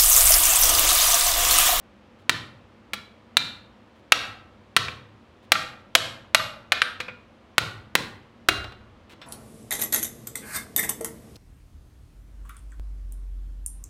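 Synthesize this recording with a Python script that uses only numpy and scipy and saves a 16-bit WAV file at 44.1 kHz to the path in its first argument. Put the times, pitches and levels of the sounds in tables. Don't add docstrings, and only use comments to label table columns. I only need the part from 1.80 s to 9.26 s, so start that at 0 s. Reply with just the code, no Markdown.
import sys
import numpy as np
from scipy import signal
from scipy.fft import rfft, irfft
from scipy.io import wavfile
from scipy.ndimage import uniform_filter1d

SR = 44100
rng = np.random.default_rng(int(sys.argv[2]) if len(sys.argv) > 2 else 0)


def unload_audio(sound):
    columns = np.transpose(np.atleast_2d(sound))
    steps = np.round(np.clip(columns, -1, 1) * 32767)
    wavfile.write(sys.argv[1], SR, steps.astype(np.int16))


N = 328986

RING_GROWTH = 0.55


def amp(db):
    return 10 ** (np.asarray(db) / 20)


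def evened(x):
    return x / np.sqrt(np.mean(x ** 2) + 1e-20)


def read(points, hz):
    f, value = np.transpose(points)
    return np.interp(np.log(hz + 1), np.log(f + 1), value)


def add(mix, s, sound):
    part = mix[round(s * SR):][:len(sound)]
    part += sound[:len(part)]


def hammer(body_db=-0.5, fizz_db=1.3, ring_db=-11, side_power=4, ring_treble_share=1.1):
    # (t/s, strength/dB, angle from upright/deg, crack t60/s, treble/dB,
    #  clank f/Hz, clank/dB, mode lift/dB, three mode f/Hz)
    blows = [ (.4948, -12, 33, .017, -2, 1797, 3, 7, 2414, 5390, 9650),
             (1.1338, -27, 18, 0.044, 0.5, 2270, 2, 19, 2296, 3994, 3311),
             (1.5694, -11.5, 48, .019, 0.5, 3850, 10, 21.3, 2371, 3531, 4330),
             (2.321, -5.5, 73, 0.019, -1, 2570, 8, 21, 13033, 1319, 5620),
             (2.9653, -8.5, 43, 0.028, -2, 1198, 4, 14, 1307, 4900, 3774),
             (3.7196, -7.5, 84, 0.021, 1, 2400, 3, 17, 1365, 1190, 7838),
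             (4.1515, -6.5, 90, .026, 3.5, 3140, 4.5, 7.8, 2800, 8520, 13033),
             (4.5469, -7.5, 83.4, 0.025, 0.5, 1080, 4.6, 19.6, 2800, 1365, 11555),
             (4.9205, -12, 82, 0.033, -5.5, 1910, 2.9, 20.4, 2450, 1365, 3994),
             (5.7813, -11.5, 15.2, 0.021, -1, 1400, 6.4, 13, 2363, 1529, 4900),
             (6.153, -12.5, 2, .018, 0, 1900, 2.6, 10, 5400, 2400, 3994),
             (6.6864, -10.8, 5, 0.032, -2, 1416, 5, 22, 2800, 1421, 3994)]
    # (angle/deg, thud/dB, knock/dB, bite/dB, air/dB)
    aim = [(0, 5, 2.5, 0, 2.5), (46, -3.5, -8.5, 2.5, -0.5), (91, -8.5, 8.5, 2, -3.5)]
    # (f/Hz, lift/dB)
    side_modes = [(627, 4), (11555, 18.5)]
    out = np.zeros(N)
    angles, *colours = np.transpose(aim)
    for s, strength_db, angle, t60, treble_db, clank_hz, clank_db, lift_db, *modes in blows:
        thud, knock, bite, air = (np.interp(angle, angles, column) for column in colours)
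        colour = thud, knock, body_db, bite, fizz_db + treble_db, air + treble_db
        sideways = abs(angle / angles[-1]) ** side_power
        favoured = spot(lift_db, modes) + [(hz, sideways * db) for hz, db in side_modes]
        anvil_db = ring_db + RING_GROWTH * strength_db
        add(out, s, amp(strength_db) * crack(t60, colour, clank_hz, clank_db))
        add(out, s, ring(anvil_db, favoured, ring_treble_share * treble_db))
    return out


def crack(t60, colour_db, clank_hz, clank_db, rise=0.000089, clank_width=0.1,
          treble_hz=6000, treble_share=0.76, size=4096):
    # (f/Hz, relative level/dB)
    average = [(30, 13), (110, 26.5), (170, 24.5), (300, 27.5), (450, 26.5), (650, 30), (950, 31),
               (1350, 35), (2300, 35.5), (3000, 32.5), (4000, 31), (5200, 22.5), (8000, 20), (12000, 16),
               (16000, 11)]
    t, hz = np.arange(size) / SR, np.fft.rfftfreq(size, 1 / SR)
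    burst = rng.standard_normal(size) * (1 - np.exp(-t / rise))
    long_part = rfft(burst * amp(-60 * t / t60))
    short_part = rfft(burst * amp(-60 * t / (t60 * treble_share)))
    high = 1 / (1 + (treble_hz / (hz + 1)) ** 4)
    clash = (1 - high) * long_part + high * short_part
    lumps_db = 10 * np.log10(uniform_filter1d(abs(clash) ** 2, size=37) + 1e-12)
    thud, knock, body, bite, fizz, air = colour_db
    colour = [(380, thud), (630, knock), (900, (thud + body) / 2), (1300, body),
              (2200, 0), (3900, bite), (7500, fizz), (13000, air)]
    clank = clank_db * np.exp(-(np.log((hz + 1) / clank_hz) / clank_width) ** 2)
    shape_db = read(average, hz) + read(colour, hz) + clank - lumps_db
    return irfft(clash * causal(shape_db))


def causal(db):
    log_gain = np.log(amp(np.r_[db, db[-2:0:-1]]))
    return np.exp(np.conj(signal.hilbert(log_gain)))[:len(db)]


def ring(anvil_db, favoured, treble_db=0, treble_hz=4500):
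    # (f/Hz, relative level/dB, t60/s)
    anvil = [(503, -30, .35), (627, -30, .38), (1190, -28, .36), (1319, -27, .36), (1365, -27, .4),
             (1421, -26, .38), (1529, -31, .3), (1860, -29, .38), (1965, -28, .38), (2296, -29, .25),
             (2371, -28, .3), (2400, -28, .3), (2450, -25, .34), (2800, -25, .46), (3311, -27, .26),
             (3531, -30, .33), (3774, -30, .28), (3994, -27, .4), (4330, -29, .38), (4900, -33, .34),
             (5390, -32, .24), (5620, -33, .26), (7838, -44, .3), (8070, -42, .25), (8520, -39, .33),
             (9650, -39, .28), (10900, -43, .18), (11555, -42, .35), (12314, -54, .25), (13033, -50, .3)]
    flash_db, flash_t60 = 6, 0.038
    held_share = 0.8
    t = np.arange(SR * 3 // 4) / SR
    hz, db, t60 = np.transpose(anvil)[:, :, None]
    lift = np.zeros_like(hz)
    for near_hz, lift_db in favoured:
        lift[np.argmin(abs(hz - near_hz))] += lift_db
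    high = 1 / (1 + (treble_hz / hz) ** 4)
    scatter_db = 2 * rng.standard_normal(hz.shape)
    level = amp(db + anvil_db + treble_db * high + scatter_db)
    held = amp(held_share * lift - 60 * t / t60)
    flash = (amp(lift) - 1) * amp(flash_db - 60 * t / flash_t60)
    sign = rng.choice([-1, 1], len(hz))
    return sign @ (level * (held + flash) * np.sin(2 * np.pi * hz * t))


def spot(lift_db, modes, share=0.83):
    return [(hz, lift_db * share ** rank) for rank, hz in enumerate(modes)]


def rebounds(body_db=3, bite_db=3, bite_share=0.48, air_db=-8, ring_db=-13, ring_treble_share=0.45):
    # (t/s, strength/dB, crack t60/s, treble/dB, clank f/Hz, clank/dB, mode lift/dB, three mode f/Hz)
    drops = [ (3.083, -31.5, .02, -11, 2520, 10.2, 7, 2450, 1319, 1190),
             (3.754, -21, .02, -16.5, 1260, 13, 19.4, 1365, 2450, 1860),
             (4.597, -28, 0.027, -11, 1220, 13.4, 18, 2800, 1190, 1319),
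             (5.0181, -11.5, 0.025, -10, 1435, 3, 16.6, 9650, 8520, 11555),
             (5.2021, -28, 0.053, -4, 2440, 7.5, 15, 12314, 2450, 503),
             (5.283, -36, 0.08, -23, 2450, 11, 13, 2450, 503, 1421)]
    # (f/Hz, lift/dB)
    face_modes = [(503, 11.7), (1421, 6), (2450, 6)]
    landing_thud_db, landing_knock_db = -33.5, -30
    out = np.zeros(N)
    for s, strength_db, t60, treble_db, clank_hz, clank_db, lift_db, *modes in drops:
        thud, knock = landing_thud_db - strength_db, landing_knock_db - strength_db
        bite = bite_db + bite_share * treble_db
        colour = thud, knock, body_db, bite, treble_db, air_db + treble_db
        favoured = spot(lift_db, modes) + face_modes
        anvil_db = ring_db + RING_GROWTH * strength_db
        add(out, s, amp(strength_db) * crack(t60, colour, clank_hz, clank_db))
        add(out, s, ring(anvil_db, favoured, ring_treble_share * treble_db))
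    return out


def clinks(knock_db=9.5, body_db=4.5, bite_db=3.5, fizz_db=-8, air_db=-11, clank_hz=2850, clank_db=2.6):
    # (t/s, strength/dB, crack t60/s, thud/dB, anvil ring/dB)
    touches = [(6.843, -39.5, 0.034, 6, -46), (6.922, -48.5, .026, 6, -60),
               (7.332, -54.5, 0.042, 22.5, -74), (7.416, -43.5, 0.15, -4, -40.5)]
    # (f/Hz, lift/dB)
    tong_modes = [(3531, 18), (3994, 7.3), (5390, 15), (7838, 18)]
    out = np.zeros(N)
    for s, strength_db, t60, thud_db, anvil_db in touches:
        colour = thud_db, knock_db, body_db, bite_db, fizz_db, air_db
        add(out, s, amp(strength_db) * crack(t60, colour, clank_hz, clank_db))
        add(out, s, ring(anvil_db, tong_modes))
    return out


def tongs(grains_per_s=2500):
    # (t/s, length/s, rms level before the fades/dB)
    scrapes = [(0.382, .05, -66.5), (2.149, 0.062, -68.5), (3.621, .04, -64.5), (7.29, .055, -53)]
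    # (f/Hz, relative level/dB)
    slip_spectrum = [(100, -5.5), (1200, 0), (3300, 2), (5500, -10.5), (11000, -17), (16000, -24)]
    out = np.zeros(N)
    grain = irfft(causal(read(slip_spectrum, np.fft.rfftfreq(1024, 1 / SR))))
    slips = rng.standard_normal(N) * (rng.random(N) < grains_per_s / SR)
    for s, length, db in scrapes:
        run = slips[round(s * SR):][:round(length * SR)]
        scrape = evened(signal.lfilter(grain, 1, run))
        add(out, s, amp(db) * scrape * signal.windows.tukey(len(run), 0.3))
    return out


def floor_bounce(x, delay=0.0059, bounce_db=-12):
    out = np.zeros(N)
    add(out, delay, amp(bounce_db) * x)
    return out


def shop(x, count=4):
    turn = np.arange(N) / SR * np.pi / 2
    shares = [np.maximum(np.cos(turn - 2 * np.pi * k / count), 0) for k in range(count)]
    return sum(signal.oaconvolve(x * share, shop_response())[:N] for share in shares)


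def shop_response(build=0.012, size=512):
    # (f/Hz, t60/s)
    decay = [(60, 1.8), (150, 0.49), (500, 0.66), (1500, 0.53), (4000, 0.4181), (7000, 0.3632),
             (14000, 0.41)]
    # (f/Hz, level/dB)
    tail_level = [(30, -4), (70, 4.5), (130, 9.5), (300, -1), (650, -7.5), (1400, -7.5), (2400, -11.5),
                  (4000, -6), (7000, -10), (14000, -19.5)]
    hz, t, z = signal.stft(rng.standard_normal(SR), SR, nperseg=size)
    t60 = read(decay, hz)[:, None]
    unit_energy = np.sqrt(np.log(10 ** 6) / (t60 * SR))
    fading = amp(read(tail_level, hz)[:, None] - 60 * t / t60)
    tail = signal.istft(z * unit_energy * fading, SR, nperseg=size)[1][:SR]
    return tail * (1 - np.exp(-(np.arange(SR) / SR / build) ** 2))


def background(rumble_db=-54, low_cut_hz=46, waver_hz=6):
    # (f/Hz, relative level per Hz/dB)
    rumble = [(15, -46), (25, -28), (55, -8), (108, -9), (170, -14.5), (236, -1.5), (263, -16.5), (293, -8),
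              (451, -16), (489, -9.5), (659, -16), (1230, -18), (1480, -22), (3080, -27), (16000, -60.5)]
    # (f/Hz, rms level/dB)
    machine = [(98, -63.5), (200, -67.5), (237, -70.5)]
    hz = np.fft.rfftfreq(N, 1 / SR)
    low_cut = 1 / np.sqrt(1 + (low_cut_hz / (hz + 1)) ** 12)
    rush = evened(irfft(rfft(rng.standard_normal(N)) * amp(read(rumble, hz)) * low_cut, N))
    hum = np.zeros(N)
    for f, db in machine:
        narrow = 1 / (1 + ((hz - f) / waver_hz) ** 2)
        hum += amp(db) * evened(irfft(rfft(rng.standard_normal(N)) * narrow, N))
    return amp(rumble_db) * rush + hum


def scene():
    forging = hammer() + rebounds() + clinks() + tongs()
    return (forging + floor_bounce(forging) + shop(forging) + background())[None]


def record(dry, threshold_db=-13, slope=0.52, attack=0.0052, recovery_db_per_s=55, edge_hz=16100):
    power_db = 10 * np.log10(abs(uniform_filter1d(dry[0] ** 2, size=88)) + 1e-12)
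    fall = np.arange(N) / SR * recovery_db_per_s
    wanted_db = slope * np.maximum(power_db - threshold_db, 0)
    duck_db = np.maximum.accumulate(wanted_db + fall) - fall
    r = np.exp(-1 / (attack * SR))
    ducked = dry * amp(-signal.lfilter([1 - r], [1, -r], duck_db))
    clipped = ducked / (1 + ducked ** 6) ** (1 / 6)
    band_limit = signal.firwin(255, edge_hz, window=("kaiser", 8), fs=SR)
    return signal.oaconvolve(clipped, band_limit[None], "same")


dry = scene()
out = record(dry)
unload_audio(out)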